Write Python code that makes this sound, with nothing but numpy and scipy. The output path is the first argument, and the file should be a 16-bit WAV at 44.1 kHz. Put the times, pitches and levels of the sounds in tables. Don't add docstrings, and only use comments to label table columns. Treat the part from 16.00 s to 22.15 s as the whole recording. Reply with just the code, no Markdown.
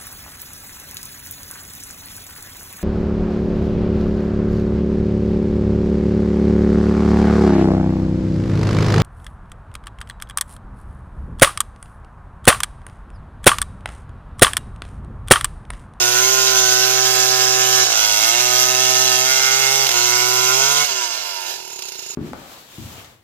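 import sys
import numpy as np
from scipy import signal
from scipy.fft import rfft, irfft, next_fast_len
from scipy.io import wavfile
from scipy.ndimage import uniform_filter1d, map_coordinates

SR = 44100
rng = np.random.default_rng(int(sys.argv[2]) if len(sys.argv) > 2 else 0)


def transcribe(u):
    v = np.clip(np.atleast_2d(u).T, -1, 1)
    q = np.round(v * 32767).astype(np.int16)
    wavfile.write(sys.argv[1], SR, q)


N = 271215
TIME_S = np.arange(N) / SR
TUNED_HZ = 128.6
BRAKE_AT_S, BRAKE_S = 5.49, .035
SCRAPE_AT_S, SCRAPE_S, SCRAPE_DB = 5.522, 0.081, 8.3


def amp(db):
    return 10 ** (np.asarray(db) / 20)


def unit(x):
    return x / np.sqrt(np.mean(x ** 2) + 1e-20)


def steady(x, size=3500):
    power = uniform_filter1d(uniform_filter1d(x ** 2, size), size // 2)
    return x / np.sqrt(np.abs(power) + 1e-6 * np.mean(x ** 2))


def along(points, hz):
    pitches, values = np.transpose(points)
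    return np.interp(np.log(hz + 1), np.log(pitches + 1), values)


def curve(points):
    return np.interp(TIME_S, *np.transpose(points))


def blend(a, b, share):
    return a + (b - a) * np.clip(share, 0, 1)


def after(middle_s, length_s):
    return np.clip((TIME_S - middle_s) / length_s + .5, 0, 1)


def since(start_s):
    return np.maximum(TIME_S - start_s, 0)


def swell(middle_s, length_s, height):
    return height * np.exp(-np.log(2) * np.minimum((2 * (TIME_S - middle_s) / length_s) ** 2, 20))


def swells(rows):
    return sum(swell(*row) for row in rows)


def wobble(rate):
    knots = rng.standard_normal(int(N * rate / SR) + 4)
    fine = np.arange(0, len(knots) - 1, 1 / 8)
    return np.interp(np.arange(N) * rate / SR, fine, map_coordinates(knots, [fine]))


def hiss():
    return rng.standard_normal((2, N))


def pulses(at, sizes):
    index = np.floor(at).astype(int)[:, None] + np.arange(-7, 9)
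    offset = index - at[:, None]
    shape = np.sinc(offset) * np.cos(np.pi * offset / 16) ** 2
    return np.bincount(np.clip(index, 0, N).ravel(), (sizes[:, None] * shape).ravel(), N + 1)[:N]


def strikes(rows):
    start_s, level_db = np.transpose(rows)
    return pulses(start_s * SR, amp(level_db))


def puffs(clicks, rise_s, fall_s):
    t = np.arange(SR // 20) / SR
    shape = (1 - np.exp(-t / rise_s)) * np.exp(-t / fall_s)
    return np.abs(signal.oaconvolve(clicks, shape / shape.max())[:N])


def filtered(x, response):
    size = 2 * next_fast_len((N + SR // 4) // 2)
    return irfft(rfft(x, size) * response(np.fft.rfftfreq(size, 1 / SR)), size)[..., :N]


def coloured(x, spectrum, size=4096):
    gains = amp(along(spectrum, np.fft.rfftfreq(size, 1 / SR)))
    cepstrum = irfft(np.log(gains + 1e-6))
    cepstrum[1:size // 2] *= 2
    cepstrum[size // 2 + 1:] = 0
    ring = irfft(np.exp(rfft(cepstrum)))
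    return signal.oaconvolve(x, np.array(ring, ndmin=x.ndim), axes=-1)[..., :N]


def resonate(x, modes):
    def response(hz):
        return sum((-1) ** k * amp(db) * 1j * hz * width / (pitch ** 2 - hz ** 2 + 1j * hz * width)
                   for k, (pitch, width, db) in enumerate(modes))
    return filtered(x, response)


def wandering(x, hz, width_hz):
    carrier = np.exp(2j * np.pi * np.cumsum(hz) / SR)
    keep = np.exp(-np.pi * width_hz / SR)
    return 2 * np.real(carrier * signal.lfilter([1 - keep], [1, -keep], x * carrier.conj()))


def scattered(x, fade_s):
    t = np.arange(SR // 4) / SR
    tail = rng.standard_normal(len(t)) * amp(-60 * t / fade_s)
    return signal.oaconvolve(x, tail / np.linalg.norm(tail))[:N]


def tree_echo(saw, level_db=-19):
    return amp(level_db) * np.array([scattered(saw, fade_s=0.42), scattered(saw, fade_s=0.62)])


# pitch_hz, drop_db
LEFT_SHADE = [(40, 8), (110, 11), (400, 11), (700, 10.5), (1300, 9), (2400, 7), (6000, 6.5), (10000, 4.3),
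              (15000, 4.2)]
# pitch_hz, lead_radians
LEFT_LEAD = [(30, 0), (130, 1.2), (400, 1.7), (1200, 1.5), (2800, 1.5), (4800, 2.8), (8000, 4.3),
             (15000, 8.3)]
# pitch_hz, share (0 to 1)
LEFT_DIRECT = [(40, .4), (120, .98), (600, .97), (1400, .87), (3000, .68), (5000, .56), (7000, .55),
               (12000, .3)]


def left_and_right(note, noise):
    shade = lambda hz: amp(-along(LEFT_SHADE, hz))
    direct = lambda hz: along(LEFT_DIRECT, hz)
    straight = lambda hz: shade(hz) * direct(hz) * np.exp(1j * along(LEFT_LEAD, hz))
    diffuse = lambda hz: shade(hz) * np.sqrt(1 - direct(hz) ** 2)
    centre = lambda hz: np.hypot(np.abs(1 + straight(hz)), diffuse(hz)) / 2
    sway = 1.1 * wobble(2.5)
    reflected = np.cos(sway) * scattered(note, 0.092) + np.sin(sway) * scattered(note, 0.062)
    paths = np.array([note + noise[0], reflected + noise[1]])
    right, stray = filtered(paths, lambda hz: 1 / centre(hz))
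    left = filtered(right, straight) + filtered(stray, diffuse)
    return np.array([left * amp(-3 * after(5.0, 0.7)), right])


# time_s, opening (0 to 1)
THROTTLE = [(4.828, 0.9), (4.872, 0.1)]


def throttle():
    return curve(THROTTLE)


# time_s, misfiring (0 to 1)
STUMBLES = [(1.835, 0), (1.85, 0.8), (1.95, 0.4), (1.98, 0.16), (2.13, 0), (2.25, 0), (3.84, 0),
            (3.865, 0.7), (3.91, 0.85), (3.96, 0.04)]


def misfiring():
    return curve(STUMBLES)


# time_s, clatter_share (0 to 1)
IDLING = [(4.9, 0), (5.6, 0.92)]


def idle_share():
    return curve(IDLING)


# time_s, turns_per_s
ENGINE_SPEED = [(0.0, 121.2), (0.12, 122.5), (0.33, 130.5), (0.47, 130.1), (0.7, 125.7), (0.93, 127.8),
                (1.69, 127.5), (1.84, 126.5), (1.96, 109.2), (2.08, 105.3), (2.16, 104.4), (2.4, 123.9),
                (2.8, 127.6), (3.19, 127.4), (3.33, 130.9), (3.82, 134.9), (3.86, 132.0), (3.94, 120.3),
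                (4.5, 127.1), (4.76, 144.4), (4.85, 147.8), (4.91, 134.4), (4.976, 126.3), (5.07, 117.9),
                (5.2, 105.8), (5.41, 91.8), (5.46, 88.9)]


def engine_speed(waver=0.002796, braked_share=.59, settle_s=.3, idle_hz=23):
    braked = braked_share * np.exp(-since(BRAKE_AT_S) / BRAKE_S)
    settling = (1 - braked_share) * np.exp(-since(BRAKE_AT_S) / settle_s)
    running = curve(ENGINE_SPEED) * (1 + waver * wobble(22))
    return blend(idle_hz, running, braked + settling)


def engine_strokes(speed, idle_beat_s=5.9885, misfire_db=15, intake_turn=0.38):
    turns = np.cumsum(speed) / SR
    turns = turns - turns[round(idle_beat_s * SR)]
    beats = np.arange(np.ceil(turns[0]), turns[-1])
    at = np.interp(beats, turns, np.arange(N))
    stumble = misfiring()[at.astype(int)]
    shut = 1 - throttle()[at.astype(int)]
    idling = at > (BRAKE_AT_S + BRAKE_S) * SR
    late, strong, uneven = rng.standard_normal((len(beats), 3)).T
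    level_db = -0.7 * strong + 0.5 * shut * uneven
    level_db -= stumble * (2.5 * np.abs(uneven) + misfire_db * (beats % 2))
    jitter_s = .00002 + .00003 * shut + .00016 * stumble + .0006 * idling
    firing = pulses(at + SR * late * jitter_s, amp(level_db))
    intake_at = np.interp(beats[:-1] + intake_turn, turns, np.arange(N))
    return firing, pulses(intake_at, amp(2 * uneven[:-1]))


def intake_gulps(intake, level_db=-43, fade_db_per_s=20, ring_hz=975, glide=0.34, glide_s=0.003):
    t = np.arange(SR // 16) / SR
    cycles = np.cumsum(ring_hz * (1 - glide * np.exp(-t / glide_s))) / SR
    gulp = np.sin(2 * np.pi * cycles) * (1 - np.exp(-t / 0.0036)) * np.exp(-t / 0.0072)
    notes = signal.oaconvolve(intake, gulp)[:N]
    return after(BRAKE_AT_S, 0.06) * amp(level_db - fade_db_per_s * since(BRAKE_AT_S)) * steady(notes)


def intake_hoot(speed, pipe_hz=958, width_hz=70, level_db=-31.5, odd_db=-4, db_per_octave=3):
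    turns = np.cumsum(speed) / SR
    note = np.zeros(N)
    for k in range(7, 12):
        off_pitch = 2 * (k * speed - pipe_hz) / width_hz
        note += amp(odd_db * (k % 2)) * np.sin(2 * np.pi * k * turns) / np.hypot(1, off_pitch)
    shut_s = THROTTLE[1][0]
    coasting = after(shut_s, 0.03) * (1 - after(BRAKE_AT_S, 0.06))
    return coasting * amp(level_db + db_per_octave * np.log2(speed / TUNED_HZ) + 1.4 * wobble(30)) * note


# pitch_hz, level_db
TICK_COLOUR = [(1500, -22), (4000, 0), (7000, 1), (8200, -6), (10500, 1), (15000, -7)]


def idle_ticks(firing, level_db=-37, fade_db_per_s=9, from_s=5.64):
    force = after(from_s, 0.06) * amp(2 * wobble(30) - fade_db_per_s * since(from_s))
    bursts = puffs(firing * force, rise_s=0.0009, fall_s=0.0064)
    return amp(level_db) * bursts * unit(coloured(hiss(), TICK_COLOUR))


# pitch_hz, level_db
CLATTER_COLOUR = [(40, -47), (240, -24), (400, -15), (1000, -12), (1900, -16), (2400, -7.5), (2770, 1.5),
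                  (3100, -8), (3650, -5), (4050, -2), (4400, -5), (4800, -0.5), (5150, -5), (5500, 0),
                  (5850, -6.5), (6850, -1.5), (7900, -16), (10000, -16)]


def clutch_knocks(firing, level_db=-36, fade_db_per_s=24, from_s=4.4):
    loose = after(from_s, 0.083) * amp(-fade_db_per_s * since(from_s))
    bursts = puffs(firing * loose * amp(wobble(30)), rise_s=.004, fall_s=0.0046)
    return amp(level_db) * bursts * unit(coloured(hiss(), CLATTER_COLOUR))


# start_s, relative_thump_db, relative_knock_db, tick_db
IDLE_KICKS = [(5.79, -46, -28, -42), (5.8215, -44, -24.5, -46), (5.854, -44, -36, -36),
              (5.886, -46, -31, -37), (5.92, -46, -29, -46), (5.992, -39, -30, -38), (6.025, -48, -33, -46),
              (6.103, -37, -43, -55)]


def idle_kicks(thump_hz=385, thump_s=0.006, thump_gain_db=-4, knock_gain_db=-3):
    start_s, thump_db, knock_db, tick_db = np.transpose(IDLE_KICKS)
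    t = np.arange(SR // 16) / SR
    ring = np.sin(2 * np.pi * thump_hz * t) * np.exp(-t / thump_s)
    thumps = signal.oaconvolve(pulses(start_s * SR, amp(thump_db + thump_gain_db)), ring)[:N]

    def burst(level_db, colour):
        clicks = pulses(start_s * SR, amp(level_db))
        return puffs(clicks, rise_s=.001, fall_s=0.0055) * unit(coloured(hiss(), colour))
    return thumps, burst(knock_db + knock_gain_db, CLATTER_COLOUR) + burst(tick_db, TICK_COLOUR)


# start_s, relative_level_db
CHAIN_HITS = [(5.718, -27), (5.758, -29), (5.783, -29), (5.836, -25), (5.883, -31), (5.919, -33),
              (5.98, -32), (6.021, -30), (6.06, -30), (6.088, -26), (6.104, -27)]
# pitch_hz, width_hz, level_db
STRUCK_BAR_TONES = [(2770, 90, -10), (4070, 69, -13), (5510, 200, -19), (6810, 75, 7)]


def chain_jingle(gain_db=-7.5):
    hits = puffs(strikes(CHAIN_HITS), rise_s=0.00086, fall_s=0.02)
    return amp(gain_db) * hits * unit(resonate(hiss(), STRUCK_BAR_TONES))


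# pitch_hz, width_hz, level_db
FREE_BAR_TONES = [(2120, 63, -8), (2800, 110, -1.5), (3410, 77, -5), (4850, 82, 0.5)]


def coasting_ring(firing, speed, level_db=-31.5, db_per_octave=11):
    shaken = firing + 0.11 * puffs(firing, rise_s=0.00069, fall_s=0.0053) * rng.standard_normal(N)
    gain = (1 - throttle()) * amp(level_db + db_per_octave * np.log2(speed / TUNED_HZ))
    return gain * steady(resonate(shaken, FREE_BAR_TONES))


# pitch_hz, width_hz, level_db
SQUEAL_TONES = [(1740, 34, -2), (3250, 60, -6)]


def bar_squeal(level_db=-41):
    squeal = unit(resonate(rng.standard_normal(N), SQUEAL_TONES))
    return swell(SCRAPE_AT_S, SCRAPE_S, amp(level_db)) * squeal


# move_middle_s, move_length_s, boom_db, bark_db, snarl_db, rasp_db, hardness_db, lowest_steel_db
STANCES = [(0, 0, -27.5, -29.5, -28.5, -20, 5.5, -43.5), (0.59, 0.24, -28, -29.8, -26.8, -19.5, 4, -42),
           (0.97, 0.3, -28.5, -29, -29, -20, 4, -45), (1.95, 0.072, -30, -29.5, -30.5, -21, 9, -38),
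           (2.22, 0.29, -31, -28, -30, -21.5, 10.5, -36), (3.31, 0.19, -31, -28.5, -26, -21, 7, -37),
           (3.9, 0.08, -29, -29, -28.5, -21, 5.5, -39.5)]


def stance_levels():
    levels = np.array(STANCES[0][2:])[:, None]
    for middle_s, length_s, *row in STANCES[1:]:
        levels = blend(levels, np.array(row)[:, None], after(middle_s, length_s))
    return levels


# pitch_hz, width_hz, level_db
STEEL_TONES = [(2173, 84, 0), (2740, 196, -0.5), (3325, 70, 2), (3840, 140, -4.5), (4840, 110, -0.5),
               (5850, 215, 1), (6374, 150, 2)]
# middle_s, length_s, boost_db
PINCHES = [(0.26, 0.07, 15), (2.26, 0.25, 6.5), (3.68, 0.13, 9), (4.17, 0.16, 12.5), (4.822, 0.052, 12)]


def steel_whine(firing, force_db, lowest_db, upper_db=-8, drift_db=1.5, detune=0.012):
    strokes = firing * amp(1.9 * wobble(100))
    strokes += 0.028 * puffs(firing, rise_s=0.00017, fall_s=0.0014) * rng.standard_normal(N)
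    tones = []
    for pitch_hz, width_hz, level_db in STEEL_TONES:
        tone = wandering(strokes, pitch_hz * (1 + detune * wobble(7)), width_hz)
        tones.append(tone * amp(level_db + drift_db * wobble(8.7)))
    buzz = amp(force_db + upper_db) * steady(sum(tones[1:]))
    singing = amp(lowest_db + swells(PINCHES)) * steady(tones[0])
    return throttle() * (buzz + singing)


# middle_s, length_s, change_db
BITES = [(0.162, 0.083, 1), (0.575, 0.065, 1), (0.72, 0.075, 1), (1.2, 0.26, 1), (1.778, 0.074, 0.5),
         (2.03, 0.065, 2), (2.27, 0.081, 2.2), (2.59, 0.07, 2.8), (3.63, 0.08, 1), (4.05, 0.12, 1),
         (2.75, 0.079, -0.5), (3.8, 0.088, -1)]


def chain_levels(speed, loaded_rasp_db, db_per_octave=13.5, stumble_db=-4):
    load_change_db = swells(BITES) + stumble_db * misfiring()
    slowing_db = db_per_octave * np.log2(speed / TUNED_HZ)
    scrape_db = swell(SCRAPE_AT_S, SCRAPE_S, SCRAPE_DB)

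    def level(loaded_db, coast_db, idle_db):
        free_db = 20 * np.log10(np.hypot(amp(coast_db + slowing_db), amp(idle_db)))
        return blend(free_db + scrape_db, loaded_db + load_change_db, throttle())
    rasp_db = level(loaded_rasp_db, coast_db=-27.5, idle_db=-41)
    fizz_db = level(loaded_db=-27, coast_db=-38, idle_db=-51)
    return rasp_db, fizz_db


# pitch_hz, level_db
FIZZ_COLOUR = [(5500, -32), (8000, 0), (9300, -4), (10800, 0), (12300, 2), (14000, -1.5), (15500, -3.5)]
# pitch_hz, level_db
WOOD_COLOUR = [(25, -36), (90, -22), (220, -12.5), (400, -5.5), (600, 3.5), (1000, 0.5), (1500, 8.5),
               (1900, 4), (2600, -4), (4000, -26)]


def cutting(firing, rasp_db, fizz_db, chips_per_s=1500, chip_db=-8, wood_db=-15):
    chips = (rng.random(N) < chips_per_s / SR) * hiss()
    pulsing = 1 + 0.38 * puffs(firing, rise_s=0.00081, fall_s=0.008)
    spray = (hiss() + amp(chip_db) * unit(chips)) * pulsing
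    fizz = amp(fizz_db + 1.13 * wobble(45)) * steady(coloured(spray, FIZZ_COLOUR))
    wood = amp(rasp_db + wood_db + 1.4 * wobble(33)) * unit(coloured(hiss(), WOOD_COLOUR))
    return fizz + blend(1, .5, idle_share()) * wood


# pitch_hz, level_db
EARLY_RASP_COLOUR = [(1200, -36.5), (2000, -11.5), (2450, -10), (2800, -5.5), (3050, -3.5), (3300, -6.5),
                     (3700, -6), (4500, -5.5), (4900, -4), (5300, -2), (6400, -1), (7300, -5), (8200, -21),
                     (10000, -20)]
# pitch_hz, level_db
DEEP_RASP_COLOUR = [(1800, -29), (2150, -4.5), (2430, -10), (2760, -1.5), (3050, -5), (3320, -3.5),
                    (3550, -5), (3850, -4), (4450, -6.5), (4850, -1.5), (5300, -1.5), (5800, 0),
                    (6400, -0.8), (7300, -3.5), (8200, -16), (10000, -33)]


def rasp(firing, rasp_db, hardness_db):
    bursts = puffs(firing, rise_s=0.00014, fall_s=0.00035) * amp(hardness_db - 5.5 * wobble(90))
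    jet = (1 + 0.15 * bursts) * hiss()
    deep = after(*STANCES[2][:2])
    running = blend(unit(coloured(jet, EARLY_RASP_COLOUR)), unit(coloured(jet, DEEP_RASP_COLOUR)), deep)
    rattle = (1 + 0.29 * puffs(firing, rise_s=.002, fall_s=0.0059)) * hiss()
    sound = blend(running, unit(coloured(rattle, CLATTER_COLOUR)), idle_share())
    return amp(rasp_db + 0.97 * wobble(45)) * steady(sound)


def shifting_colour(x, depth_db, size=1024):
    spectra = signal.stft(x, nperseg=size)[2]
    patches = rng.standard_normal(spectra.shape[1:])
    patches = uniform_filter1d(patches, size=4, axis=0)
    patches = uniform_filter1d(patches, size=12, axis=1)
    shifted = signal.istft(spectra * amp(depth_db * unit(patches)), nperseg=size)[1][:, :N]
    return unit(shifted) * np.std(x)


# start_s, relative_level_db
POPS = [(1.8637, -13), (1.9244, -11), (1.9494, -27.5), (3.8664, -6.5), (3.89, -7), (3.9135, -9),
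        (3.931, -15), (3.965, -16), (4.846, -13)]
# pitch_hz, level_db
POP_COLOUR = [(250, -14.5), (800, 0), (1500, -4), (3300, 2.5), (4500, -1), (6500, -1), (8500, -7),
              (15000, -13)]


def muffler_pops(gain_db=-8):
    bursts = puffs(strikes(POPS), rise_s=0.00091, fall_s=0.0038)
    return amp(gain_db) * bursts * unit(coloured(hiss(), POP_COLOUR))


def trunk_bounce(x, delay_s=0.002676, share=0.56):
    echo = lambda hz: np.exp(-2j * np.pi * hz * delay_s)
    return filtered(x, lambda hz: (share + echo(hz)) / (1 + share * echo(hz)) / echo(hz))


# middle_s, length_s, change_db
SNARL_SWELLS = [(0.17, 0.099, 3.5), (0.7, 0.095, 1.5), (1.78, 0.08, 2), (2.01, 0.056, 3),
                (3.76, 0.18, -5.5), (4.22, 0.1, 2), (4.6, 0.33, 2)]


def exhaust_levels(speed, boom_db, bark_db, snarl_db):
    opening, stumble = throttle(), misfiring()
    octaves = np.log2(speed / TUNED_HZ)
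    twist_db = swell(3.4, 0.23, 5.3)
    boom_db = boom_db - twist_db - 6.5 * stumble
    bark_db = bark_db - 0.48 * twist_db + 4 * octaves
    snarl_db = snarl_db + 0.35 * twist_db + 0.48 * swells(BITES) - 3 * stumble + swells(SNARL_SWELLS)
    scrape_db = swell(SCRAPE_AT_S, SCRAPE_S, SCRAPE_DB)
    boom_db = blend(-41, boom_db, opening)
    bark_db = blend(-41.5 + 7.5 * octaves + 0.47 * scrape_db, bark_db, opening)
    snarl_db = blend(-36 + 10 * octaves, snarl_db, opening)
    tuned_hz, width_hz = blend(129.5, TUNED_HZ, opening), blend(5.9, 8.4, opening)
    off_tune_db = -10 * np.log10(1 + ((speed - tuned_hz) / width_hz) ** 2)
    boom_db = blend(boom_db + off_tune_db, -49, after(5.4, 0.22))
    return boom_db, bark_db, snarl_db


# pitch_hz, level_db
ENTERING_COLOUR = [(60, -16), (128, -13), (250, -23), (380, 1.5), (515, -8.5), (640, -3), (765, 2.5),
                   (890, -15.5), (1015, 8.5), (1160, -14.5), (1290, -3), (1460, 12), (1560, 0.5),
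                   (1700, -19), (1830, 1.5), (1960, -10), (3400, -56)]
SINKING_COLOUR = [(60, -21), (128, -13), (254, -25.5), (380, -0.5), (508, -11), (635, -4), (762, 2.5),
                  (890, -23), (1015, -2.5), (1143, -15), (1270, -7), (1397, -6.5), (1520, 3), (1650, -16.5),
                  (1780, -14), (1900, -10.5), (3400, -63)]
DEEP_COLOUR = [(60, -24), (128, -13.5), (250, -24), (383, -3), (510, -9), (640, 1.5), (766, 9), (895, -18),
               (1020, 2.5), (1150, -6.5), (1280, -2), (1410, -5.5), (1540, -4.5), (1660, -2.5), (1790, -3),
               (1930, -25), (2250, -9), (3400, -58)]
BOGGED_COLOUR = [(60, -38), (105, -2), (210, -18), (260, -28), (315, -3.5), (420, 1), (500, -2), (630, 2),
                 (740, 4.5), (850, 0), (950, 6), (1090, -17), (1270, 3), (1370, 2), (1480, 12.5),
                 (1680, -23), (2100, -9), (3400, -58)]
RAISED_COLOUR = [(60, -38), (125, -7.5), (250, -12.5), (375, 4), (500, -16.5), (630, 5.5), (760, 7.5),
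                 (880, -0.5), (1010, 2.5), (1130, -17.5), (1260, 7.5), (1400, -6.5), (1510, 5), (1650, -23),
                 (1780, 5), (2100, -14.5), (3400, -57)]
TWISTED_COLOUR = [(60, -65), (130, -4), (265, -18), (400, 2.5), (530, -8), (660, -11.5), (800, 3),
                  (1070, -9.5), (1320, 5), (1460, 7), (1700, -10), (2000, 1), (2140, 7), (2500, -7),
                  (3400, -32)]
LOWERED_COLOUR = [(60, -54), (118, -2.5), (148, -1), (255, -15), (370, 9), (420, 5.5), (500, -5.5),
                  (620, -9), (745, 1), (870, -8.5), (1000, 4.5), (1150, -15), (1380, -4), (1490, -2),
                  (1700, -41), (2150, -16.5), (3400, -45)]
# pitch_hz, width_hz, level_db
MUFFLER_TONES = [(132, 92, -10.5), (375.3, 25.4, 7), (682, 94, 7), (987, 53, 1), (1385, 100, -6.5),
                 (1796, 26, -12), (2150, 190, -17)]


def exhaust(firing, boom_db, bark_db, snarl_db, low_hz=490, high_hz=1170):
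    roughness = 0.011 * blend(1.6, 0.95, throttle())
    gas = firing + roughness * puffs(firing, rise_s=0.00023, fall_s=0.0024) * rng.standard_normal(N)
    loaded = unit(coloured(gas, ENTERING_COLOUR))
    colours = SINKING_COLOUR, DEEP_COLOUR, BOGGED_COLOUR, RAISED_COLOUR, TWISTED_COLOUR, LOWERED_COLOUR
    for colour, (middle_s, length_s, *_) in zip(colours, STANCES[1:]):
        loaded = blend(loaded, unit(coloured(gas, colour)), after(middle_s, length_s))
    coasting = unit(resonate(gas, MUFFLER_TONES))
    note = trunk_bounce(blend(coasting, loaded, throttle()))
    below = lambda edge_hz: filtered(note, lambda hz: 1 / (1 + (hz / edge_hz) ** 16))
    low, low_and_middle = below(low_hz), below(high_hz)
    boom = amp(boom_db) * steady(low)
    bark = amp(bark_db + .5 * wobble(25)) * steady(low_and_middle - low)
    snarl = amp(snarl_db + 1.66 * wobble(25)) * steady(note - low_and_middle)
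    return boom + bark + snarl


def scene(coast_hardness_db=-11):
    speed = engine_speed()
    firing, intake = engine_strokes(speed)
    *loaded_exhaust_db, loaded_rasp_db, loaded_hardness_db, lowest_steel_db = stance_levels()
    rasp_db, fizz_db = chain_levels(speed, loaded_rasp_db)
    hardness_db = blend(coast_hardness_db, loaded_hardness_db, throttle())
    thumps, knocks = idle_kicks()
    note = steel_whine(firing, rasp_db + hardness_db, lowest_steel_db)
    note += coasting_ring(firing, speed) + bar_squeal()
    note += intake_hoot(speed) + intake_gulps(intake) + thumps
    note -= exhaust(firing, *exhaust_levels(speed, *loaded_exhaust_db))
    rush = rasp(firing, rasp_db, hardness_db) + cutting(firing, rasp_db, fizz_db)
    noise = shifting_colour(rush, depth_db=2.5)
    noise += muffler_pops() + chain_jingle() + clutch_knocks(firing) + idle_ticks(firing) + knocks
    return tree_echo(note + noise[0]) + left_and_right(note, noise)


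def record(dry, ceiling=.9, top_hz=15550):
    rounded = dry / (1 + np.abs(dry / ceiling) ** 6) ** (1 / 6)
    return filtered(rounded, lambda hz: hz < top_hz)


dry = scene()
out = record(dry)
transcribe(out)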